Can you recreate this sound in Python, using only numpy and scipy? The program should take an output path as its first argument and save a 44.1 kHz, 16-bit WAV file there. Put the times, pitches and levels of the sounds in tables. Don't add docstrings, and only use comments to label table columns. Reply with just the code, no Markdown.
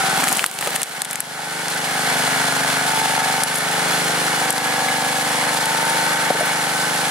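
import sys
import numpy as np
from scipy import signal
from scipy.fft import rfft, irfft, next_fast_len
from scipy.io import wavfile
from scipy.ndimage import uniform_filter1d, map_coordinates

SR = 44100
rng = np.random.default_rng(int(sys.argv[2]) if len(sys.argv) > 2 else 0)


def amplitude_ratio(level_db):
    exponent = np.asarray(level_db, float) / 20
    return 10 ** exponent


def store_wav(level_fs):
    pcm = np.round(np.clip(np.atleast_2d(level_fs), -1, 1) * 32767)
    wavfile.write(sys.argv[1], SR, pcm.T.astype(np.int16))


N = 313110

# (time [s], firing rate [1/s])
FIRING_RATE = [(0.0, 21.9), (0.08, 21.9), (0.24, 20.7), (0.35, 20.8), (0.57, 24.1), (0.75, 26.5),
               (0.79, 26.5), (0.99, 24.0), (1.16, 24.1), (1.56, 25.17), (2.31, 24.3), (3.42, 24.77),
               (3.82, 25.5), (4.51, 24.7), (5.04, 24.7), (5.75, 25.0), (7.0, 24.9), (7.1, 24.6)]
# (time [s], level [dB])
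CAMERA_GAIN = [(0, 0), (.25, -0.5), (.39, -2.5), (.45, -7.5), (.54, -9), (.67, -4.5), (.82, -4),
               (.85, -8.5), (1.3, -9), (1.54, -6), (1.56, -5), (2.2, 1), (3.3, 0), (3.55, -2), (3.96, 1),
               (4.6, -1), (6.05, 0), (6.45, -1.5), (7.1, -0.5)]
# (time [s], share of travelling colour [0-1], oil pressure at the pump [dB],
# shake of the frame [dB], share of bare-beam colour [0-1])
RAM = [(0, 0.29, -32, -14, 0.043), (1.2, 0.61, -14, 0, 0.13), (1.55, 0.11, -9, 1, 0.04),
       (1.9, 0.5, -18, -2, 0.17), (2.3, 0.88, -10, 1, 0.15), (2.8, 0.96, -16, 4.5, 0.17),
       (2.9, 0.593, -2, 3, 0.26), (3.3, 0.67, -2, -13, 0.28), (3.55, 0.55, -11, 2, 0.072),
       (3.8, 0.12, -15, -12, 0.039), (4.1, 0.047, -6, 2, 0.18), (4.35, 0.094, -9, 1, 0.28),
       (4.55, 0.22, -11, 9, 0.98), (5.45, 0.17, -9, -7, 0.94), (5.65, 0.32, -4, 3, 0.19),
       (5.9, 0.15, -1, 3, 0.25), (6.2, 0.13, -3.5, 11, 0.3), (6.4, 0.13, -7.5, -2, 0.27),
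       (7.1, 0.12, -7, 4, 0.38)]
# (multiple of firing rate [1], level at rest [dB], ram travelling back [dB], log off the beam [dB])
LOW_ORDERS = [(1, -50, -52, -50), (2, -42, -46, -42), (3, -45, -46, -45), (4.01, -19, -21, -20),
              (5, -18.5, -16, -16), (6.03, -8.5, -7.5, -8), (7.73, -3, -17, -12.5), (8.07, -29, -13, -18),
              (9.22, -12.5, -30.5, -13.5), (10.13, -7.5, -5, -2), (11.53, -23, -3.5, -12.5),
              (12, -5.5, -26.5, -6.5), (13, -16, -23, -11.5), (14, -5.5, -11.5, -9.5), (15, -36, -10, -37),
              (16, -3, -11.5, -23), (16.8, -4, -8, -39), (18, -4, -1.5, -9.5), (18.8, -9.5, -23, -4.5),
              (20, -3, -6, 0), (21.5, -3, -15, -3), (21.8, -7.5, 0.5, -37), (23.2, -5, -13, 4),
              (24, -3.5, -4.5, -7), (24.7, -17, -26, -12)]
# (frequency [Hz], width [Hz], at rest [dB], travelling [dB], beam bare [dB])
ORDER_RESONANCES = [(580, 35, -21, -14, -25), (680, 34, -31, -4.5, -27), (766.4, 14, 5, 0.5, 5),
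                    (706, 14, -8, -10, -1), (815, 15, 3, -18, -3.5), (847, 9.2, 2, -13, -17),
                    (902, 18, -10, -9.5, -15), (1019, 7.3, -15.5, -10, 1), (1125, 13, -13, -30, -1),
                    (1313, 45, -9, -11, -15), (1427, 25, -5, -5, -26), (1516, 80, -15, -15.5, -23),
                    (1520, 17, 0, -16, -25), (1679, 20, -14, -6, -2), (1805, 25, -9, 4, -9)]
# (share of cycle [1], level [dB])
TANK_BLOWS = [
    (.12, -4),
    (.32, -3),
    (.52, -2),
    (.94, 0),
]
# (share of cycle [1], level [dB])
PANEL_TAPS = [
    (.08, -3),
    (.31, 0),
    (.56, 0),
    (.91, 0),
]
# (share of cycle [1], level [dB])
VALVE_KNOCKS = [
    (0.06, -9),
    (0.298, -15),
    (0.41, -15),
    (0.502, -15),
    (0.74, -10.5),
    (.92, -25),
]
# (time [s], level [dB])
SKIPPED_FIRINGS = [
    (.868, -10),
    (.946, -11),
]
# (frequency [Hz], density [dB/Hz])
CASING_SPECTRUM = [(180, -135), (300, -8.5), (353, -18), (400, 1), (477, 3.5), (628, 0), (768, 4.5),
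                   (915, 5), (962, -2), (1190, -5), (1510, -3.5), (2170, 2), (2460, -4.5), (3410, -24),
                   (6000, -16.5), (7800, -82), (13200, -120)]
# (frequency [Hz], width [Hz], level [dB])
PANEL_MODES = [(778, 21, -2), (987, 47, -6), (1550, 910, 3.5), (1675, 5.4, 11), (2224, 7.4, 10.5),
               (2940, 11, 23), (3400, 86, 27), (4200, 13, 29.5)]
# (frequency [Hz], density [dB/Hz])
FAN_SPECTRUM = [(1470, -6), (2500, -5.5), (3370, -6), (3860, -7), (4140, -6), (5870, -9.5), (10300, -7.5),
                (15200, -23), (16100, -17), (16500, -57)]
# (frequency [Hz], density [dB/Hz])
RUMBLE_SPECTRUM = [(12, -72), (20, -42), (48, -30), (145, 0), (296, -3), (392, -24), (500, -3), (650, -29),
                   (1100, -120)]
# (frequency [Hz], left-right likeness [0-1])
PORT_LIKENESS = [(60, .97), (130, .97), (290, .78), (640, .82), (1410, .62), (3100, .55), (8000, .5),
                 (15000, .45)]
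# (frequency [Hz], left over right [dB])
PORT_BALANCE = [(60, 1), (130, 2.3), (290, 1.6), (640, 1.9), (1410, 1.5), (3100, -2.0), (6820, 0.0),
                (15000, 0.0)]
# (frequency [Hz], left leads by [rad])
PORT_LEAD = [(0, 0), (860, -0.3), (2150, -1.4), (2580, -1.7), (2930, -0.8), (3620, -1.2), (4050, -0.8),
             (4390, -1.1), (5430, -0.9), (7670, -1.3), (9220, -1.2), (12500, -2.2), (13500, -2.3),
             (16400, -3.1)]
# (time [s], level [dB])
FIBRE_LEVEL = [(0, -56), (.2, -20), (.43, -18.5), (.48, -27), (.56, -28.5), (.66, -27), (.78, -26),
               (1, -39), (1.3, -52), (1.8, -57), (7.1, -62)]
# (time [s], snap level [dB], body level [dB], body frequency [Hz], snap frequency [Hz])
WOOD_CRACKS = [(0.097, -13, -27, 1700, 8450), (0.166, -20, -21, 1420, 9000), (0.2237, -14, -18, 1500, 8500),
               (0.2327, -14, -14, 1300, 9000), (.238, -9, -12, 1690, 8800), (0.241, -0.5, -15, 1690, 8300),
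               (.273, -15, -13, 1500, 9000), (0.2802, -4, -12.5, 3000, 10300), (0.2856, 0, -12, 2100, 8900),
               (0.293, -1, -27, 2260, 8900), (0.314, -6, -23, 1400, 8900), (0.3177, -11, -15, 1620, 9500),
               (0.327, 3, -25, 2010, 9050), (0.3705, -1, -22, 3330, 8600), (.385, -11, -21, 2000, 9000),
               (0.3933, -11, -5, 2580, 10600), (0.428, -14, -19, 1680, 8800), (0.441, -2, -4, 1620, 8350),
               (.4412, -14, -15, 4800, 12500), (0.462, 5, -9, 3690, 10900), (.4835, -18, -36, 3000, 11000),
               (.5128, -9, -24, 3180, 10000), (0.54, -15, -27, 2600, 9500), (.5495, -17, -38, 2500, 10500),
               (0.588, -12, -17.5, 2800, 7500), (0.6102, -10, -27, 2100, 9900),
               (0.6256, -20, -15.5, 1870, 8500), (0.6727, -11, -16, 2520, 9600),
               (.677, -17, -20, 2640, 9000), (0.757, -6, -24, 2240, 8900), (0.761, -3.5, -14, 2300, 8500),
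               (0.8170, -3.5, -21, 2540, 9340), (.831, 0.5, -15, 3430, 8120), (.8385, -14, -19, 3700, 8000),
               (1.0184, -3, -16.5, 3700, 9500), (1.018, -20, -24, 1820, 6940), (1.048, -7, -32, 3530, 8700),
               (1.0522, -13, -19, 2500, 8900), (1.1034, -24, -26, 1960, 8000),
               (1.11, -6.5, -38, 1700, 8300), (1.1308, -8, -25, 1850, 10500), (1.1561, -8, -21, 1720, 8160),
               (1.204, -3.5, -24, 1720, 9500)]
# (time [s], peak level [dB], decay t60 [s], low mode [Hz], high mode [Hz])
LOG_THUDS = [(.19, -23, 0.15, 262, 276), (0.229, -21, 0.23, 257, 274), (0.299, -19, 0.1, 250, 262),
             (.671, -9.5, 0.036, 473, 558), (.6725, -15, 0.039, 810, 1260), (.684, -19, 0.033, 517, 890),
             (4.883, -9.5, 0.036, 2085, 2240), (6.3028, 0.5, 0.033, 574, 735),
             (6.3095, -4, 0.014, 604, 780), (6.351, -10, 0.03, 450, 534), (6.4075, -10, 0.07, 620, 680),
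             (6.429, -6, 0.02, 506, 696)]
# (time [s], snap level [dB], body level [dB], body frequency [Hz], rise [s])
LEVER_SNAPS = [(1.6824, -13, -17, 5340, 0.00062), (1.7014, -15, -30, 5000, .0005),
               (3.4341, -3.5, -13.5, 4600, 0.0013), (3.542, -15, -36, 4080, .0017),
               (3.5511, -16, -19, 4500, 0.0041), (3.569, -17, -28, 4200, 0.0059),
               (3.583, -15, -22, 4200, 0.0026), (4.504, -3, -34, 6250, 0.00083),
               (4.526, -8, -36, 6000, 0.0009), (4.58, -13, -17, 4000, .0009),
               (5.655, -11, -22, 3480, 0.0015)]
# (time [s], peak level [dB], frequency [Hz], decay t60 [s])
STEEL_TICKS = [(3.5153, -24, 10300, .03), (3.437, -15, 10200, .05), (3.436, -24, 14500, .025),
               (3.553, -27, 14700, .025), (3.557, -13, 10200, .03), (3.579, -31, 14800, .03),
               (3.585, -23, 10200, .04), (3.727, -30, 14600, .04), (4.6637, -22, 10100, .02),
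               (5.851, -19, 11000, .03), (5.876, -24, 9950, .04), (5.897, -17, 9900, .04),
               (6.311, -17, 11200, .02), (6.4042, -17, 9900, 0.027), (6.455, -21, 10100, .06),
               (6.4546, -31, 14750, .07)]

STEP = 6
REST_HZ, RETURN_HZ = 24.85, 24.45


def unit(x):
    return x / np.sqrt(np.mean(x ** 2) + 1e-20)


def along(points, hz):
    f, v = np.transpose(points)
    return np.interp(np.log(hz + 1), np.log(f + 1), v)


def curves(rows):
    s, *cols = np.transpose(rows)
    return [np.interp(np.arange(N) / SR, s, c) for c in cols]


def wobble(rate):
    knots = rng.standard_normal(int(N * rate / SR) + 4)
    return map_coordinates(knots, [np.arange(N) * rate / SR], order=1)


def filtered(x, response):
    m = next_fast_len(N + SR // 4)
    return irfft(rfft(x, m) * response(np.fft.rfftfreq(m, 1 / SR)), m)[..., :N]


def resonance(f, hz, width_hz):
    return 1j * f * width_hz / (hz * hz - f * f + 1j * f * width_hz)


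def ports(direct, scattered):
    def turn(hz):
        return np.arccos(np.clip(along(PORT_LIKENESS, hz), 0, 1)) / 2

    def half(hz):
        lead = np.interp(hz, *np.transpose(PORT_LEAD))
        return amplitude_ratio(along(PORT_BALANCE, hz) / 2) * np.exp(.5j * lead)

    both = np.array([direct, scattered])
    a, b = filtered(both, lambda hz: [np.cos(turn(hz)), np.sin(turn(hz))])
    return filtered(np.array([a + b, a - b]), lambda hz: [half(hz), 1 / half(hz)])


def strength(k, speed, column):
    if k > 25:
        between = amplitude_ratio(-19)
        passed = sum(amplitude_ratio(row[2 + column]) * abs(resonance(k * speed, row[0], row[1])) ** 2
                     for row in ORDER_RESONANCES)
        return 20 * np.log10(between + passed)
    place = k * speed / (REST_HZ, RETURN_HZ, REST_HZ)[column] if k < 10 else k + 0 * speed
    return np.interp(place, *np.transpose(LOW_ORDERS)[[0, column + 1]])


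def orders(cycle, first, last, spread, drift_db, slip, blows=((0, 0),)):
    time = np.arange(0, N, STEP)
    coarse = np.arange(0, N, 441)
    share, _, _, off_beam = curves(RAM)
    speed, travel, bare = curves(FIRING_RATE)[0][coarse], share[coarse], off_beam[coarse]

    def slow(rate):
        return np.interp(time * rate / SR, np.arange(rate * 8), rng.standard_normal(rate * 8))

    out = 0
    for k in range(first, last + 1):
        pattern = sum(amplitude_ratio(b) * np.exp(-2j * np.pi * k * at) for at, b in blows)
        angle = 2 * np.pi * k * cycle[::STEP] - np.pi / 2 + np.angle(pattern)
        angle = angle + rng.normal(0, spread) + slip * slow(10)
        db = drift_db * slow(2)
        if last > first:
            level = (1 - travel) * strength(k, speed, 0) + travel * strength(k, speed, 1)
            level = (1 - bare) * level + bare * strength(k, speed, 2)
            db = db + np.interp(time, coarse, level)
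        out = out + amplitude_ratio(db) * np.cos(angle + rng.uniform(0, 2 * np.pi) * np.array([[0], [1]]))
    return unit(signal.resample_poly(out, STEP, 1, axis=1)[:, :N])


def clatter(cycle):
    turns = np.arange(int(cycle[-1]) + 1)
    blows = np.zeros(N)
    for share, db in VALVE_KNOCKS:
        place = turns + share + rng.normal(0, 0.0075, len(turns))
        at = np.interp(place, cycle, np.arange(N)).astype(int)
        blows[at] += amplitude_ratio(db + rng.normal(0, 1.3, len(turns)))
    t = np.arange(SR // 50) / SR
    stamp = signal.fftconvolve(blows, amplitude_ratio(-60 * t / 0.01) * rng.standard_normal(len(t)))[:N]
    gate = signal.fftconvolve(blows, t * amplitude_ratio(-60 * t / 0.046))[:N]
    return unit(stamp), gate / gate.mean()


def layer_db(at_rest, per_gain, per_sag, travelling):
    sag = REST_HZ - curves(FIRING_RATE)[0]
    return at_rest + per_gain * curves(CAMERA_GAIN)[0] + per_sag * sag + travelling * curves(RAM)[0]


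def engine():
    cycle = np.cumsum(curves(FIRING_RATE)[0]) / SR + .06
    travel, oil_db, shake_db, _ = curves(RAM)
    casing_db = layer_db(-24, per_gain=1.29, per_sag=0.59, travelling=0.49)
    exhaust_db = layer_db(-34, per_gain=1.23, per_sag=0.36, travelling=1.4)
    silencer_db = layer_db(-32.5, per_gain=1.33, per_sag=-0.56, travelling=0.27)
    fan_db = layer_db(-22.5, per_gain=1.2, per_sag=0.58, travelling=0.14)
    for s, db in SKIPPED_FIRINGS:
        exhaust_db = exhaust_db + db * np.exp(-((np.arange(N) / SR - s) / 0.015) ** 4)
    stamp, gate = clatter(cycle)

    def noise():
        return rng.standard_normal((2, N))

    def metal(f):
        modes = 1 + sum(amplitude_ratio(db) * resonance(f, hz, w) for hz, w, db in PANEL_MODES)
        return amplitude_ratio(along(CASING_SPECTRUM, f)) / (1 + (600 / (f + 1)) ** 5) * modes

    def blades(f):
        return amplitude_ratio(along(FAN_SPECTRUM, f)) * (0.18 / (1 + (f / 90) ** 4) + 1 / (1 + (480 / (f + 1)) ** 2))

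    def duct(f):
        return amplitude_ratio(along(RUMBLE_SPECTRUM, f)) * (.2 + 1 / (1 + (140 / (f + 1)) ** 8))

    thump = orders(cycle, 2, 9, .2, .6, .04)
    pipe = orders(cycle, 10, 13, 1, 1, .06)
    rumble = amplitude_ratio(-19) * unit(filtered(noise(), duct))
    exhaust = amplitude_ratio(exhaust_db) * (thump + amplitude_ratio(-2.0) * pipe + rumble)

    early = cycle + .09 * uniform_filter1d(travel, size=8000)
    blow_width = .075
    beat = sum(amplitude_ratio(db) * np.exp((np.cos(2 * np.pi * (early - at)) - 1) / (2 * np.pi * blow_width) ** 2)
               for at, db in TANK_BLOWS[2:])
    silencer = amplitude_ratio(silencer_db) * orders(early, 14, 25, .8, 1.5, .1, TANK_BLOWS)
    tank = unit((1.3 + beat) * orders(early, 26, 45, .4, 1.3, .12, TANK_BLOWS))
    cover = unit((2 + gate) * orders(early, 46, 72, .4, 1.6, .2, PANEL_TAPS))
    ring = amplitude_ratio(-5.5) * tank + amplitude_ratio(-5.5) * cover
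    whine = amplitude_ratio(-0.5 + oil_db) * unit(1.5 + beat) * orders(cycle, 36, 36, 3, 2.5, .35)
    shroud = amplitude_ratio(-11 + shake_db) * orders(cycle, 58, 64, 3, 5, 1.6)
    rattle = unit(filtered(.4 * stamp * [[1], [0]] + unit((1.1 + gate) * noise()), metal))
    rattle = amplitude_ratio(-.7 + .9 * wobble(5) + wobble(17)) * rattle
    casing = amplitude_ratio(casing_db) * (rattle + amplitude_ratio(1 + wobble(25)) * ring + whine + shroud)

    air = (0.52 + gate) * amplitude_ratio(0.64 * wobble(40)) * noise()
    fan = amplitude_ratio(fan_db) * unit(filtered(air, blades))
    return ports(*(casing + fan + exhaust + silencer))


def tearing():
    count = 6000
    at, size = rng.integers(0, N, count), rng.exponential(1, count)
    snaps = amplitude_ratio(4.3 * np.minimum(size, 2.3)) * rng.choice([-1, 1], count)
    grains = np.bincount(at, snaps, N)
    bright = unit(filtered(grains, lambda f: resonance(f, 7900, 5200) ** 2 + 2.3 * resonance(f, 1100, 4000)))
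    return ports(*(amplitude_ratio(curves(FIBRE_LEVEL)[0]) * [bright, np.roll(bright, 130)]))


def snaps_and_knocks(events):
    out, t = np.zeros((2, N + SR)), np.arange(2048) / SR
    f = np.fft.rfftfreq(len(t), 1 / SR)
    for s, snap_db, body_db, body_hz, rise, snap_hz in events:
        burst = rng.standard_normal((4, len(t))) * (1 - np.exp(-t / rise)) ** 2
        shape = amplitude_ratio(-60 * t / (0.00063 + 7 * rise)) + 0.062 * amplitude_ratio(-60 * t / 0.031)
        bright = resonance(f, snap_hz, 6200) ** 2 / (1 + (f / 13500) ** 8)
        snap = irfft(rfft(shape * (burst[0] + .5 * burst[1:3])) * bright)
        click = (np.arange(len(t)) == round(rise * SR)) * 1.1
        dull = resonance(f, body_hz, 0.78 * body_hz) ** 2
        body = irfft(rfft(shape * 0.28 * burst[3] + click) * dull)
        both = amplitude_ratio(snap_db) * snap / abs(snap).max() + amplitude_ratio(body_db + 7.5) * body / abs(body).max()
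        out[:, round(s * SR):][:, :len(t)] += both * amplitude_ratio([[1.5], [-1.5]])
    return out[:, :N]


def cracks():
    return snaps_and_knocks([(*c, 0.00045, snap_hz) for *c, snap_hz in WOOD_CRACKS])


def thuds():
    out, t = np.zeros(N + SR), np.arange(SR // 8) / SR
    rise = (1 - np.exp(-t / .0012)) ** 2
    for s, db, t60, low_hz, high_hz in LOG_THUDS:
        beam = (235, -4.5 + 0.8 * db)
        modes = [(low_hz, 0), (high_hz, 0), (1.7 * high_hz, -19), beam]
        ring = sum(amplitude_ratio(level) * np.sin(2 * np.pi * hz * t) for hz, level in modes)
        out[round(s * SR):][:len(t)] += amplitude_ratio(db - 1.5 - 60 * t / max(t60, .005)) * ring * rise
    return filtered(out[:N], lambda f: (1j * f / (130 + 1j * f)) ** 2) * amplitude_ratio([[1.1], [-1.1]])


def lever():
    return snaps_and_knocks([(*c, 9500) for c in LEVER_SNAPS])


def pings():
    out, t = np.zeros(N + SR), np.arange(SR // 10) / SR
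    for s, db, hz, t60 in STEEL_TICKS:
        wander = np.cumsum(rng.normal(0, .08, len(t)))
        envelope = amplitude_ratio(db - 60 * t / max(t60, .005)) * (1 - np.exp(-t / 0.00075))
        out[round(s * SR):][:len(t)] += envelope * np.sin(2 * np.pi * hz * t + wander)
    return out[:N] * amplitude_ratio([[1.5], [-1.5]])


def scene():
    return engine() + tearing() + cracks() + thuds() + lever() + pings()


def roll_off(x):
    return signal.sosfilt(signal.butter(12, 16490, fs=SR, output="sos"), x)


def record(dry):
    heard = filtered(dry, lambda f: (1j * f / (60 + 1j * f)) ** 3 / (1 + (f / 15800) ** 200))
    over_db = np.maximum(20 * np.log10(abs(heard).max(0) + 1e-9) + 9, 0)
    back_db = 55 * np.arange(N) / SR
    duck_db = np.maximum.accumulate(0.52 * over_db + back_db) - back_db
    late_db = np.roll(uniform_filter1d(duck_db, size=200), 230)
    level = heard * amplitude_ratio(-late_db)
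    level = level / (1 + abs(level / 1.15) ** 6) ** (1 / 6)
    return roll_off(level)


dry = scene()
out = record(dry)
store_wav(out)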